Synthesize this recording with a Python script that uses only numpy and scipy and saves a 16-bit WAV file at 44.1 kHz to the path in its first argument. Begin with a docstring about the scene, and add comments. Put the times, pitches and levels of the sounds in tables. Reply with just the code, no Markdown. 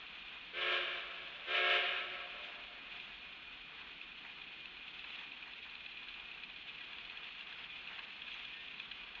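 """A steam locomotive's five-chime whistle, two short blasts from far down a rail yard as the train leaves.
Steam blows five pipes, each sounding mostly odd harmonics in a breathy rush; buildings and wooded
slopes throw the blasts back. Nearer the microphone the coaches roll past, wheels clunking and flanges
squeaking, under a steady hiss, with a quick, light metallic ticking and a faint motor whine."""
import sys
import numpy as np
from scipy import signal
from scipy.fft import rfft, irfft, next_fast_len
from scipy.io import wavfile
from scipy.ndimage import uniform_filter1d, map_coordinates

SR = 44100
rng = np.random.default_rng(int(sys.argv[2]) if len(sys.argv) > 2 else 0)


def master_out(mix):
    """Clip the mix to full scale and print it as 16-bit PCM to the path in sys.argv[1]."""
    frames = np.transpose(np.atleast_2d(mix))
    ceiling = np.clip(frames, -1, 1)
    pcm = np.round(ceiling * 32767).astype(np.int16)
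    wavfile.write(sys.argv[1], SR, pcm)


N = 405719
TIME = np.arange(N) / SR


def undb(db):
    """Decibels to gain."""
    return 10 ** (np.asarray(db) / 20)


def curve(rows):
    """Join (time [s], value) points with straight lines."""
    return np.interp(TIME, *np.transpose(rows))


def bump(t, centre_s, half_s):
    """A bell curve of height 1."""
    return np.exp(-((t - centre_s) / half_s) ** 2)


def decay(t, t60_s):
    """A fall of 60 dB every t60_s."""
    return np.exp(-np.log(1000) * t / t60_s)


def walk(rate_hz):
    """Smooth random drift with a spread near 1, changing rate_hz times a second."""
    steps = rng.standard_normal(8192)
    return map_coordinates(steps, [TIME[::32] * rate_hz], order=3, mode="wrap").repeat(32)[:N]


def noise(spectrum):
    """Noise of rms 1, shaped by (frequency [Hz], level [dB]) points and rolled off above them."""
    hz, db = np.transpose(spectrum)
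    size = next_fast_len(N, real=True)
    bins = np.maximum(np.fft.rfftfreq(size, 1 / SR), 1)
    gain = undb(np.interp(np.log(bins), np.log(hz), db)) / (1 + (bins / (2 * hz[-1])) ** 4)
    shaped = irfft(rfft(rng.standard_normal(size)) * gain, size)[:N]
    return shaped / np.sqrt(np.mean(shaped ** 2))


def lowpass(x, hz):
    """Gentle first-order low-pass."""
    return signal.sosfilt(signal.butter(1, hz, fs=SR, output="sos"), x)


def phase_of(hz):
    """Running phase of a moving frequency."""
    return 2 * np.pi * np.cumsum(hz) / SR


# Low rumble all over the yard: (frequency [Hz], relative level [dB])
RUMBLE_SPECTRUM = [(15, -14), (28, -4), (42, 5), (52, -1), (68, -1.5), (85, -12), (102, -17), (120, -6.5),
                   (175, -2.5), (280, -2), (400, -6), (700, -17.5), (1500, -42.5)]
def yard_rumble(level_db=-68, drift_db=0.52):
    """The yard's low rumble drifts slowly in level behind everything else."""
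    return noise(RUMBLE_SPECTRUM) * undb(level_db + drift_db * walk(2.5))


# Motor whine, faint at the microphone: (frequency [Hz], rms level [dB])
WHINE_LINES = [(2445, -64), (2472, -68), (4195.5, -79), (4253, -82.5), (4312.5, -79), (5098, -94)]
def motor_whine(flutter_db=3.0):
    """A small motor sings thin, fluttering lines that waver together with its speed."""
    speed = 1 + .0005 * walk(20)
    return sum(np.sqrt(2) * undb(db + flutter_db * walk(14)) * np.sin(phase_of(hz * speed))
               for hz, db in WHINE_LINES)


# Steam hissing nearby: (frequency [Hz], relative level [dB])
HISS_SPECTRUM = [(1200, -29), (2000, -11), (2300, -5.5), (2450, -1.5), (2650, -1.5), (2800, -3), (3200, -5),
                 (3380, -4), (3800, -11), (4100, -18.5), (4450, -25), (4850, -29), (5250, -34.5),
                 (7000, -42.5)]
# Its slow rise and fall: (time [s], level before gain_db [dB])
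HISS_CONTOUR = [(0, -52), (1.3, -50), (3.5, -52.5), (6.4, -51.5), (8.7, -50), (9.2, -52.5)]
# Its brief surges: (time [s], half length [s], rise [dB])
HISS_SURGES = [(2.45, 0.056, 4), (2.99, 0.11, 2.5), (5.14, 0.14, 3), (8.358, 0.1, 2.5)]
def steam_hiss(gain_db=-1, flicker_db=1.34):
    """Steam hisses steadily, flickering a little and surging now and then."""
    surge_db = sum(db * bump(TIME, s, half_s) for s, half_s, db in HISS_SURGES)
    return noise(HISS_SPECTRUM) * undb(curve(HISS_CONTOUR) + gain_db + surge_db + flicker_db * walk(70))


# Coaches rolling on the near track: (frequency [Hz], relative level [dB])
ROLL_SPECTRUM = [(300, -26), (450, -8), (580, -13), (740, -3.5), (850, -7), (950, -3.5), (1500, -0.5),
                 (1900, -3), (2600, -5.5), (4000, -37)]
# Their passage by the microphone: (time [s], level [dB])
ROLL_CONTOUR = [(0, -58.5), (2.5, -57), (3.5, -61), (6.1, -60.5), (7.2, -59), (9.2, -59.5)]
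# Wheels grinding on the rails: (time [s], half length [s], rise [dB])
WHEEL_GRINDS = [(3.84, 0.1, 1.5), (5.15, .12, 1.5), (7.96, 0.06, 3)]
def rolling_coaches(uneven_db=0.5, flicker_db=1.0):
    """Wheels roll slowly and unevenly on the rails, grinding now and then."""
    grind_db = sum(db * bump(TIME, s, half_s) for s, half_s, db in WHEEL_GRINDS)
    wheels = noise(ROLL_SPECTRUM)
    return wheels * undb(curve(ROLL_CONTOUR) + grind_db + uneven_db * walk(8.9) + flicker_db * walk(30))


# Knocks from under the passing coaches: (time [s], level [dB])
CLUNK_HITS = [(2.905, -59), (3.775, -57), (3.908, -62), (4.238, -51), (5.032, -56.5), (5.198, -54.5),
              (5.456, -53), (5.645, -53.5), (7.103, -58), (7.572, -57.5), (7.635, -67), (7.897, -51),
              (7.972, -52), (8.342, -55), (9.16, -55)]
# What a knock rings with: (frequency [Hz], relative level [dB])
CLUNK_SPECTRUM = [(400, -26.5), (650, -12.5), (780, -5.5), (940, -0.5), (1200, -6), (1510, -2.5),
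                  (2050, 1.5), (2600, -9.5), (4000, -33)]
def wheel_clunks(attack_s=0.0096, t60_s=.2):
    """Wheels drop over rail joints and the running gear knocks: short, dull clatters."""
    force = np.zeros(N)
    for s, db in CLUNK_HITS:
        since = np.maximum(TIME - s, 0)
        rise = 1 - np.exp(-since / attack_s)
        force += undb(db) * rise * decay(np.maximum(since - 2 * attack_s, 0), t60_s)
    return noise(CLUNK_SPECTRUM) * force


# Squeaks from the near track: (time [s], half length [s], frequency [Hz], rms level at the peak [dB])
FLANGE_SQUEAKS = [(6.817, 0.018, 1940, -58), (7.59, 0.055, 5000, -81), (8.048, .03, 3900, -66),
                  (8.14, 0.028, 5100, -81), (8.341, 0.013, 6220, -78), (8.344, .03, 3980, -64),
                  (8.585, 0.058, 1820, -59), (8.69, .055, 1827, -64), (8.774, .03, 3930, -62.5)]
def flange_squeaks(waver=0.003, stutter_db=2):
    """A wheel rings faintly and brokenly where its flange rubs the rail."""
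    grip = undb(stutter_db * walk(60))
    squeaks = np.zeros(N)
    for s, half_s, hz, db in FLANGE_SQUEAKS:
        tone = np.sqrt(2) * np.sin(phase_of(hz * (1 + waver * walk(90))))
        squeaks += undb(db) * bump(TIME, s, half_s) * tone
    return grip * squeaks


# Speed of the ticking mechanism: (time [s], rate [turns/s])
TURN_RATE = [(4.4, 8.28), (5.24, 9.39), (6.15, 8.86), (6.48, 7.97), (7.65, 8.62), (8.63, 8.7), (9.2, 8.33)]
# Its light strokes as it nears the microphone: (time [s], attack level [dB])
STROKE_CONTOUR = [(0, -56.5), (3.8, -58.5), (4.4, -52), (6.2, -49), (9.2, -51.5)]
def light_strokes(on_beat_s=4.417, back_db=-3):
    """A stroke on each turn and a weaker one half a turn later, as (time [s], level [dB])."""
    turns = np.cumsum(curve(TURN_RATE)) / SR
    turns -= np.interp(on_beat_s, TIME, turns)
    half_turns = np.arange(np.ceil(2 * turns[0]), 2 * turns[-1])
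    times = np.interp(half_turns / 2, turns, TIME)
    levels = np.interp(times, TIME, curve(STROKE_CONTOUR)) + back_db * (half_turns % 2)
    return zip(times, levels)


# The metal's ring: (frequency [Hz], relative level approaching [dB], relative level near [dB], t60 [s])
METAL_MODES = [(1636, -8.5, -3, 0.048), (2448, 8, 4, .034), (2624, 8.5, 5.5, 0.03), (2930, -1, 4, 0.028),
               (3130, -4.5, -1.5, 0.03), (3344, -2.5, 6, 0.034), (3487, 2, -0.5, 0.026),
               (4003, -1.5, -6, 0.033), (4210, -6.5, -7, 0.03), (4740, -15.5, -11.5, 0.03),
               (6210, -8.5, -6.5, 0.038)]
# Hard taps on it, heard from the trackside: (time [s], attack level [dB])
HARD_TAPS = [(.281, -51), (2.635, -52), (2.998, -47), (4.012, -44.5), (4.415, -46.5), (4.655, -43.5),
             (4.879, -47.5), (4.991, -47), (5.041, -46), (5.102, -50), (5.317, -46), (5.425, -46.5),
             (5.533, -47.5), (5.751, -47), (5.860, -44), (5.971, -49), (6.084, -47.5), (6.197, -45.5),
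             (6.313, -46), (6.434, -44.5), (6.929, -47), (6.983, -46), (7.097, -48), (7.170, -47.5),
             (7.231, -47.5), (7.288, -50), (7.407, -47), (7.524, -48.5), (7.640, -45), (7.757, -44.5),
             (7.873, -47), (7.989, -43.5), (8.103, -48.5), (8.218, -43.5), (8.279, -46.5), (8.340, -46.5),
             (8.449, -45.5), (8.681, -46), (8.797, -41.5), (8.913, -44.5), (9.088, -50.5), (9.151, -46.5)]
def metal_ticking(rattle_s=0.001295, band_hz=(1600, 4100), bright_db=3, bright_hz=3800,
                  nearing_s=(6.2, 6.8)):
    """A small metal part is tapped in a quick beat; its middle modes come forward as it nears."""
    t = TIME[:SR // 10]
    # neighbouring modes swing in opposite directions
    modes = [(-1) ** k * decay(t, t60) * np.sin(2 * np.pi * hz * t)
             for k, (hz, _, _, t60) in enumerate(METAL_MODES)]
    # a small part radiates no bass, and a blunt contact puts little into the high treble
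    modes = signal.sosfilt(signal.butter(4, band_hz, "band", fs=SR, output="sos"), modes)
    hard = [(s, db, 0) for s, db in HARD_TAPS]
    # between the hard taps, light strokes only graze the metal and favour its high modes
    light = [(s, db, bright_db) for s, db in light_strokes()
             if all(abs(s - hard_s) > .03 for hard_s, _ in HARD_TAPS)]
    ticks = np.zeros(N + SR)
    for s, db, lift_db in hard + light:
        mode_db = [np.interp(s, nearing_s, (far_db, near_db)) + lift_db * (hz > bright_hz)
                   for hz, far_db, near_db, _ in METAL_MODES]
        # each contact is a short chatter that swells and dies away
        contact = rng.standard_normal(len(t)) * t * np.exp(-t / rattle_s)
        tap = signal.fftconvolve(contact, undb(mode_db) @ modes)[:len(t)]
        attack_rms = np.std(tap[t < .006])
        start = max(int((s - rattle_s) * SR), 0)
        ticks[start:start + len(t)] += undb(db) * tap / attack_rms
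    return ticks[:N]


def moving_air(x, wander_s=.00014):
    """Moving air keeps changing a long path's length: high partials blur while low ones stay clear."""
    lag = wander_s * uniform_filter1d(walk(48), size=64)
    return map_coordinates(x, [(TIME - lag) * SR], order=3, mode="nearest")


# Echoes off the buildings round the yard: (delay [s], level before air and ground losses [dB])
BUILDING_ECHOES = [(0.089, -4), (.21, -6), (.42, -14.5), (.73, -24)]
def yard_echoes(x, trees_db=-6, trees_t60_s=2.4, smear_s=0.05, air_hz=5500, ground_hz=230,
                valley_db=-6.5, valley_t60_s=3.6, valley_hz=700, valley_width_hz=300):
    """Scatter from the trees, smeared echoes off buildings and a long, dull tail from the valley."""
    t = TIME[:3 * SR]
    scatter = decay(t, trees_t60_s) * (1 - np.exp(-t / 0.021))
    power = undb(2 * trees_db) * scatter ** 2 / np.sum(scatter ** 2)
    for delay_s, db in BUILDING_ECHOES:
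        echo = bump(t, delay_s, smear_s)
        power += undb(2 * db) * echo / echo.sum()
    near = lowpass(np.sqrt(power) * rng.standard_normal(len(t)), air_hz)
    tail = decay(t, valley_t60_s) * (1 - np.exp(-t / 0.27))
    # ground takes the lows and air the highs, so a middle band carries farthest
    carry = signal.iirpeak(valley_hz, valley_hz / valley_width_hz, fs=SR)
    far = signal.lfilter(*carry, tail / np.linalg.norm(tail) * rng.standard_normal(len(t)))
    response = near + undb(valley_db) * far
    # soft ground weakens the lowest chimes on the long paths
    response -= lowpass(response, ground_hz)
    return signal.fftconvolve(moving_air(x), response)[:N]


# Blasts far down the yard: (valve opens [s], valve shuts [s], final blowing level [dB], tuning [ratio])
WHISTLE_BLASTS = [(.525, .772, -34, .987), (1.455, 1.767, -31, 1.002)]
def steam_valve(attack_s=0.037, swell_db_per_s=9.5, release_s=0.0473, settle_s=.06, sag_s=0.03584):
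    """Pressure builds, creeps up while the valve is open and drains away once it shuts."""
    levels, tunings = [], []
    slack = 1  # 1 idle, 0 settled: the pipes take a moment to come up to pitch, and sag at the end
    for opens, shuts, db, tuning in WHISTLE_BLASTS:
        since_open, since_shut = np.maximum(TIME - opens, 0), np.maximum(TIME - shuts, 0)
        pressure = (1 - np.exp(-since_open / attack_s)) * np.exp(-since_shut / release_s)
        swell_db = swell_db_per_s * np.minimum(TIME - shuts, 0)
        levels.append(db + 20 * np.log10(pressure + 1e-4) + swell_db)
        tunings.append(tuning)
        slack -= (1 - bump(since_open, 0, settle_s)) * np.exp(-since_shut / sag_s)
    return np.max(levels, axis=0), np.choose(np.argmax(levels, axis=0), tunings), slack


# Steam at the distant whistle's mouth: (frequency [Hz], relative level [dB])
RUSH_SPECTRUM = [(250, -46), (350, -20), (620, -15), (745, -11.5), (850, -29.5), (1030, -12), (1112, -4.5),
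                 (1160, -16), (1370, -4.5), (1490, -10.5), (1690, -8.5), (1900, -12), (2370, -1.5),
                 (3050, -4), (3650, -8.5), (4200, -21.5), (5000, -32), (7000, -47.5)]
def steam_rush(blow_db, slack, gain_db=-3.0, slack_db=-6, flicker_db=1.5):
    """Steam rushes past the lips, coloured by the pipes and weaker until they settle."""
    return noise(RUSH_SPECTRUM) * undb(blow_db + gain_db + slack_db * slack + flicker_db * walk(40))


# The five pipes, heard across the yard: (pitch [Hz], share of the tuning followed [ratio],
# flatness when idle [ratio], extra loss below full pressure [dB/dB],
# further loss per harmonic step [dB/dB], then relative levels of harmonics 1 to 6 [dB])
WHISTLE_PIPES = [(365.3, .8, .025, .4, .05, -4, -28.5, -18.5, -29, -11.5, -8.5),
                 (439.3, .15, .025, 0.01, 0.43, -7, -21.5, 0, -19.5, -0.5, -5),
                 (547.7, .5, .06, 0, 0.087, -6.5, -11.5, 1.5, -4, -7, -10.5),
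                 (599.2, 1, .015, .1, .05, -6.5, -18.5, -0.5, -3, -2.5, -12.5),
                 (701, 2.0, .02, 1.4, .05, -1, -6, -12, -8, -15, -27.5)]
def whistle_chord(blow_db, tuning, slack, gain_db=-10, breath_db=-15.0, waver=0.00402, ragged=0.01407):
    """Five pipes scoop up to pitch and brighten as the pressure builds; turbulence roughens them."""
    force = undb(blow_db - blow_db.max())
    chord = np.zeros(N)
    for hz, follow, scoop, reluctance, overblow, *levels in WHISTLE_PIPES:
        # the pitch wavers, and turns ragged while the valve opens and shuts
        unsteady = 1 + waver * walk(22) + (.0035 + ragged * slack) * walk(160)
        phase = phase_of(hz * tuning ** follow * (1 - scoop * slack) * unsteady)
        for k, db in enumerate(levels):
            # the jet's turbulence spreads a noisy skirt around each line
            flutter = 1 + undb(breath_db) * walk(60 * np.sqrt(k + 1))
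            chord += undb(db) * force ** (reluctance + overblow * k) * flutter * np.sin((k + 1) * phase)
    return undb(blow_db + gain_db) * chord


def scene(chord_echo_db=-2.5):
    """One microphone at the trackside: the whistle far across the yard, the coaches nearer by."""
    blow_db, tuning, slack = steam_valve()
    chord = whistle_chord(blow_db, tuning, slack)
    rush = steam_rush(blow_db, slack)
    # the echoes are breathier than the blast: they carry less of the chord than of the rush
    echoes = yard_echoes(undb(chord_echo_db) * chord + rush)
    bed = steam_hiss() + rolling_coaches() + yard_rumble()
    running_gear = wheel_clunks() + flange_squeaks() + metal_ticking() + motor_whine()
    return (chord + rush + echoes + bed + running_gear)[None]


def record(dry, top_hz=6950):
    """The microphone passes nothing above the middle treble."""
    return signal.sosfilt(signal.ellip(8, .2, 70, top_hz, fs=SR, output="sos"), dry)


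dry = scene()
out = record(dry)
master_out(out)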